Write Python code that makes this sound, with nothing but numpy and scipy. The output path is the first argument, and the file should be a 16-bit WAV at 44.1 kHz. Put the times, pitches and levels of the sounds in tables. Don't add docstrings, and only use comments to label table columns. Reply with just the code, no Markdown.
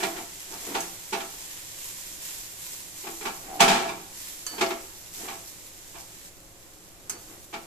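import sys
import numpy as np
from scipy import signal
from scipy.fft import rfft, irfft, next_fast_len
from scipy.io import wavfile

SR = 44100
rng = np.random.default_rng(int(sys.argv[2]) if len(sys.argv) > 2 else 0)


def unload_audio(sound):
    columns = np.transpose(np.atleast_2d(sound))
    steps = np.round(np.clip(columns, -1, 1) * 32767)
    wavfile.write(sys.argv[1], SR, steps.astype(np.int16))


N = 337796
TIME = np.arange(N) / SR

# pitch in Hz, likeness from 0 to 1.
LIKENESS = [(30, 0.44), (130, 0.93), (350, 0.89), (750, 0.48), (1400, 0.13), (3000, 0.08), (6000, 0.08),
            (14000, 0.049)]
# pitch in Hz, fade time in seconds.
# A fade time, or t60, is how long a sound takes to fall by 60 dB.
ROOM_FADES = [(150, 0.45), (1000, 0.6), (4000, 0.41), (12000, 0.15)]

# pitch in Hz, relative level there in dB.
FLAME_COLOUR = [(20, 4.5), (45, 0), (64, -5.5), (85, -6), (108, 1), (135, -10), (170, -2.5), (215, -14),
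                (340, -6), (450, -16), (540, -5.5), (700, -18), (1100, -16), (2500, -25), (8000, -27)]
SIZZLE_COLOUR = [(500, -27.5), (1000, -10.5), (1250, -16.5), (1800, -8), (3500, -6), (4600, -6),
                 (6200, -2.5), (7400, 1), (8300, -3), (9400, -6.5), (11500, -6.5), (13300, -5),
                 (14300, -13), (16000, -3.5)]
HOLLOW_COLOUR = [(120, -19), (175, -11), (270, -4.5), (330, 1), (400, -2), (480, -6.5), (580, -16),
                 (690, -2), (850, -9), (1100, -11), (2500, -15.5), (8000, -47)]
PAN_WASH = [(50, -34), (120, -56), (170, -10), (370, -1), (570, -7.5), (750, 3.5), (1050, -2), (1550, -6),
            (2200, -5), (3200, -7.5), (5000, -11.5), (7500, -12), (10000, -20), (14000, -20.5)]
BLADE_WASH = [(200, -17), (1400, 1), (2600, -2.5), (3600, -9), (5000, 2), (7000, 3), (9000, 1), (14000, -5)]

# pitch in Hz, relative level in dB, fade time in seconds.
PAN_TONES = [(176.8, -5.5, 0.53), (248.4, -1, 0.23), (333.9, -2.5, 0.39), (382.5, -5.5, 0.22),
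             (458, -8.5, 0.15), (533, -6, 0.43), (666.2, 2.5, 0.21), (747, -4.5, 0.057), (776.5, 1, 0.24),
             (845, -12, 0.078), (897, -4, 0.27), (960, -7.5, 0.17), (1084, -5, 0.35), (1126, -3, 0.18),
             (1224, -13.5, 0.29), (1326, -3, 0.25), (1349, -2, 0.26), (1687, -5.5, 0.22),
             (1880, -46, 0.041), (2165, -5, 0.09), (2276, 1, 0.041), (2600, -46, 0.14)]
BENDING_TONES = [(1274, -27, 0.84), (1750, -22, 1), (3009, -15.5, 0.34), (4510, -9.5, 0.51)]
FACE_TONES = [(6220, -5, .06), (6340, -2, .06), (6481, -5, .06), (6850, -8, .06), (7760, -3, .05),
              (8130, -6, .05), (9500, -12, .06)]

# start in seconds, hold time in seconds, level in dB,
# extra dB for the wetter, lower crackle.
FOOD_TURNS = [(-.11, 0.056, -39.5, 4), (.34, 0.13, -52.5, 7), (.56, 0.19, -43, 4.5),
              (1.05, 0.28, -47.5, 1.5), (1.37, 0.29, -48.5, 5.5), (1.74, 0.28, -42, -1.5),
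              (2.19, 0.088, -40, 0), (2.58, 0.086, -41, -1.5), (2.92, 0.15, -44, -4.5),
              (3.17, 0.024, -43, -13), (4.11, 0.13, -42.5, 0), (4.44, 0.18, -45, -4), (5.11, 0.036, -41, 0),
              (5.33, 0.026, -51, -5), (5.84, .02, -54, -5), (7.15, .06, -49.5, -7), (7.52, .05, -54.5, 1)]
# start in seconds, length in seconds, level in dB.
PUSHES = [(0, .19, -44), (0.52, 0.014, -48), (0.685, 0.091, -40.5), (1.182, .05, -49), (3.234, 0.079, -52),
          (3.462, 0.42, -45.5), (4.538, 0.18, -43.5), (5.232, 0.033, -42.5), (7.13, 0.017, -46),
          (7.302, 0.047, -50)]
# start in seconds, level in dB, extra dB for its long ring.
TAPS = [(0.805, -31.5, -16), (4.465, -30, 2.5), (7.096, -26.5, -12.5)]
# start of the bite in seconds, level in dB, how many seconds
# earlier it touches down, fade time in seconds, extra treble in dB, left over right in dB,
# the pitch that spot favours in Hz, the lift of that pitch in dB.
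STROKES = [(0.028, -23, 0.027, 0.14, 0, -3.5, 1900, 4.5), (0.156, -40, 0.0044, 0.29, 6, 0, 348, 6.5),
           (0.525, -42, 0.0065, 0.25, 0, -1, 715, -1), (0.745, -28, 0.0027, 0.21, 4, -2, 175, 6.5),
           (1.125, -25.5, 0.0026, 0.18, 1.5, -4.5, 245, 4.5),
           (1.196, -41, 0.00051, 0.18, 10.5, -3, 704, -3), (3.063, -35, 0.027, 0.17, -0.5, 3, 780, -3),
           (3.25, -28.5, .042, 0.24, 2, -0.5, 179, 2.5), (3.602, -13, 0.0072, 0.27, 3, -1.5, 730, 2.5),
           (3.676, -19.5, 0.014, 0.59, 3, -1, 350, 3.5), (3.885, -34.5, 0.0031, 0.15, 4.5, -2.5, 766, -3),
           (4.607, -22, 0.027, 0.17, 2.5, -2, 342, 10.5), (4.62, -29.5, 0.0009, 0.13, -3, 4, 665, 8),
           (4.655, -39.5, 0.0017, .07, 6, -3, 5060, 15), (4.7, -32.5, 0.0037, .16, 4, -3, 353, 12.5),
           (5.276, -38.5, 0.00049, .28, 6, -3, 180, 8), (5.945, -49.5, 0.0048, 0.22, 10, -4, 780, 5.5),
           (7.532, -33.5, .006, 0.16, 2.5, -1, 185, 3)]


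def from_db(db):
    return 10 ** (np.asarray(db) / 20)


def rms_one(x):
    return x / np.sqrt(np.mean(x ** 2) + 1e-20)


def panned(db):
    return from_db(np.array([[db], [-db]]) / 2)


def at_hz(points, hz):
    pitches, values = np.array(points).T
    return np.interp(np.log(np.maximum(hz, 1)), np.log(pitches), values)


def fade(age, t60):
    return np.exp(-np.log(1000) * age / t60)


def coloured(x, colour):
    size = next_fast_len(x.shape[1] + 2048)
    hz = np.arange(size // 2 + 1) * SR / size
    left, right = rfft(x, size) * rms_one(from_db(at_hz(colour, hz)))
    blend = np.arcsin(np.clip(at_hz(LIKENESS, hz), -.99, .99)) / 2
    own, other = np.cos(blend), np.sin(blend)
    mixed = np.array([own * left + other * right, other * left + own * right])
    return irfft(mixed, size)[:, :x.shape[1]]


def dying_noise(colour, t60s, size=24000):
    noise = rfft(coloured(rng.standard_normal((2, size)), colour))
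    octave = np.log2(np.maximum(np.arange(size // 2 + 1) * SR / size, 32) / 32)
    out = 0
    for k in range(10):
        t60 = at_hz(t60s, 32 * 2 ** k)
        band = irfft(noise * np.maximum(1 - abs(octave - k), 0), size)
        out = out + band * fade(TIME[:size], t60) / np.sqrt(t60)
    return rms_one(out) / np.sqrt(size)


def tone(hz, t60, size=24000):
    apart = np.arccos(np.clip(at_hz(LIKENESS, hz), -1, 1)) * rng.choice([-1, 1])
    phase = rng.uniform(0, 2 * np.pi) + np.array([[0], [apart]])
    return np.sin(2 * np.pi * hz * TIME[:size] + phase) * fade(TIME[:size], t60)


def through(x, response):
    return signal.fftconvolve(np.atleast_2d(x), response, axes=1)[:, :N]


def grains(per_s, spread_db, largest=2.9):
    sizes = from_db(spread_db * np.minimum(rng.exponential(1, N), largest)) * rng.choice([-1, 1], N)
    return rms_one(sizes * (rng.random(N) < per_s / SR))


def flutter(per_s):
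    steps = rng.standard_normal(4000)
    return rms_one(np.interp(TIME * per_s, np.arange(len(steps)), steps))


def split(x, hz):
    low = signal.sosfilt(signal.butter(1, hz, fs=SR, output="sos"), x)
    return low, x - low


def add(out, s, sound):
    start = max(int(s * SR), 0)
    out[:, start:start + sound.shape[1]] += sound[:, :N - start]


def kitchen_echo(x, level_db, delay_s):
    tail = dying_noise([(100, -3.5), (800, -1.5), (2500, -4.5), (14000, -2.0)], ROOM_FADES)
    return from_db(level_db) * through(x, np.pad(tail, ((0, 0), (int(delay_s * SR), 0))))


def gas_flame(level_db):
    return from_db(level_db) * coloured(rng.standard_normal((2, N)), FLAME_COLOUR)


def flare(s, hold_s, t60, rise_s=0.072):
    build = np.sin(np.pi / 2 * np.clip((TIME - s) / rise_s, 0, 1)) ** 2
    return build * fade(np.maximum(TIME - s - rise_s - hold_s, 0), t60) ** 2


def boiling_strength(simmer_db=-44.5, drying_db_per_s=0.78, drop_s=6.295, drop_db=-5):
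    simmer = from_db(simmer_db - drying_db_per_s * TIME)
    simmer *= from_db(drop_db * (TIME > drop_s))
    fine_power, wet_power = simmer ** 2, (simmer * from_db(2.4)) ** 2
    for s, hold_s, db, wet_db in FOOD_TURNS:
        fine_power += from_db(db) ** 2 * flare(s, hold_s, t60=1.38)
        wet_power += from_db(db + wet_db) ** 2 * flare(s, hold_s, t60=1.0)
    return np.sqrt(fine_power), np.sqrt(wet_power)


def sizzle(pops_db, hiss_db, wet_below_hz, left_db, gain_db, surge_db):
    pops = 0
    for patch in range(5):
        paths = rng.standard_normal((2, 128)) * np.exp(-TIME[:128] / .0003)
        bubbles = grains(per_s=800, spread_db=3.0, largest=4.1) * from_db(surge_db * flutter(per_s=27))
        pops = pops + through(bubbles, rms_one(paths))
    bursts = from_db(pops_db) * rms_one(pops) + from_db(hiss_db) * rng.standard_normal((2, N))
    low, high = split(coloured(bursts, SIZZLE_COLOUR), wet_below_hz)
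    fine, wet = boiling_strength()
    return from_db(gain_db) * (fine * high * panned(left_db) + wet * low)


def stove_thud(at_s, level_db, t60, rise_s=0.0088):
    age = np.maximum(TIME - at_s, 0)
    shake = np.minimum(age / rise_s, 1) * fade(age, t60) * rng.standard_normal((2, N))
    boom = [(25, 3), (65, -9), (110, -11), (170, 4), (260, -2), (1000, -50)]
    return from_db(level_db) * coloured(shake, boom)


def rubbing(resting_db, swell_db_per_s, release_db_per_s):
    level_db = np.full(N, resting_db)
    for s, length, db in PUSHES:
        swell = swell_db_per_s * np.maximum(s - TIME, 0)
        release = release_db_per_s * np.maximum(TIME - s - length, 0)
        level_db = np.maximum(level_db, db - swell - release)
    friction = np.array([grains(per_s=900, spread_db=2.5) for side in range(2)])
    return from_db(level_db) * coloured(friction, HOLLOW_COLOUR)


def judder(start_s, slips_per_s, first_db, growth_db, spread_db):
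    clicks = np.zeros(N)
    for k, (late, strong) in enumerate(rng.standard_normal((8, 2))):
        s = start_s + (k + .2 * late) / slips_per_s
        clicks[int(s * SR)] = from_db(first_db + growth_db * k + spread_db * strong)
    return through(clicks, tone(hz=768, t60=0.065))


def clinks(face_db, wash_db, crack_db, rise_s, left_db):
    out = np.zeros((2, N))
    for s, db, ring_db in TAPS:
        face = sum(from_db(face_db + level + rng.normal(0, 0.5)) * tone(hz, t60)
                   for hz, level, t60 in FACE_TONES)
        bends = sum(from_db(ring_db + level) * tone(hz, t60) for hz, level, t60 in BENDING_TONES)
        wash = from_db(wash_db) * dying_noise(BLADE_WASH, [(500, 0.21), (12000, 0.1)])
        crack = from_db(crack_db) * dying_noise(BLADE_WASH, [(500, 0.021), (12000, 0.011)])
        tap = face + bends + wash + crack
        onset = np.minimum(TIME[:tap.shape[1]] / rise_s, 1)
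        add(out, s, from_db(db) * onset * tap)
    return out * panned(left_db)


def pan_ring(force, tones_db, wash_db):
    tones = sum(from_db(db) * tone(hz, t60) / np.sqrt(t60) for hz, db, t60 in PAN_TONES)
    tones = rms_one(tones) / np.sqrt(tones.shape[1])
    ringing = through(force.sum(axis=0) / np.sqrt(2), tones)
    ringing = signal.sosfilt(signal.butter(4, 140, "high", fs=SR, output="sos"), ringing)
    return from_db(tones_db) * ringing + from_db(wash_db) * coloured(force, PAN_WASH)


def favour(x, hz, lift_db, relative_width=0.21):
    edges = np.clip(hz * np.exp(np.array([-.5, .5]) * relative_width), 20, 18000)
    band = signal.sosfilt(signal.butter(1, edges, "band", fs=SR, output="sos"), x)
    return x + (from_db(lift_db) - 1) * band


def cushioned(x, level_db, firm_hz=9000, firm_db=-20, db_per_octave=14):
    cutoff_hz = np.clip(firm_hz * 2 ** ((level_db - firm_db) / db_per_octave), 500, 18000)
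    return split(x, cutoff_hz)[0]


def contact(slips, db, rise_s, t60, bright_db, spot_hz, lift_db):
    age = TIME[:SR // 2]
    start = rng.integers(0, N - SR)
    shower = favour(slips[:, start:start + len(age)], spot_hz, lift_db)
    dull, bright = split(shower, hz=1510)
    dying = fade(np.maximum(age - rise_s, 0), t60)
    force = dull * dying + from_db(bright_db) * bright * dying ** 1.085
    return from_db(db) * cushioned(np.minimum(age / rise_s, 1) * force, db)


def grating(chatter_db, medium_bite_db):
    slips = np.array([grains(per_s=12000, spread_db=2.5) for side in range(2)])
    slips = rms_one(slips * from_db(chatter_db * flutter(per_s=350)))
    out = np.zeros((2, N))
    for s, db, lead_s, t60, bright_db, left_db, spot_hz, lift_db in STROKES:
        harder_db = db - medium_bite_db
        bite_rise_s = 0.0069 * 2 ** (-harder_db / 24)
        touch = contact(slips, -40.5 + 0.65 * harder_db, rise_s=0.0033, t60=0.34,
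                        bright_db=10, spot_hz=370, lift_db=11.5)
        bite = contact(slips, db, bite_rise_s, t60, bright_db, spot_hz, lift_db)
        drag = contact(slips, db - 10.5, rise_s=0.0047, t60=t60, bright_db=-4, spot_hz=760, lift_db=7.5)
        for at_s, force in ((s - lead_s, touch), (s, bite), (s + .018, drag)):
            add(out, at_s, panned(left_db) * force)
    return out


def scene():
    force = grating(chatter_db=0.5, medium_bite_db=-23.5)
    metal = pan_ring(force, tones_db=-3.0, wash_db=1.1)
    metal += rubbing(resting_db=-60.5, swell_db_per_s=196, release_db_per_s=140)
    metal += judder(start_s=3.485, slips_per_s=68, first_db=-35, growth_db=0.3, spread_db=2.4)
    metal += clinks(face_db=2, wash_db=24.0, crack_db=13, rise_s=0.00053, left_db=-4.0)
    oil = sizzle(pops_db=-1, hiss_db=0.5, wet_below_hz=4000, left_db=-3.5, gain_db=0.77, surge_db=4.0)
    echo = kitchen_echo(metal + oil, level_db=-8.5, delay_s=.005)
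    thud = stove_thud(at_s=3.603, level_db=-32.5, t60=1.0)
    return metal + oil + echo + thud + gas_flame(level_db=-53.0)


def record(dry):
    rounded = .95 * np.tanh(dry / .95)
    return signal.sosfilt(signal.ellip(12, .1, 80, 14250, fs=SR, output="sos"), rounded)


dry = scene()
out = record(dry)
unload_audio(out)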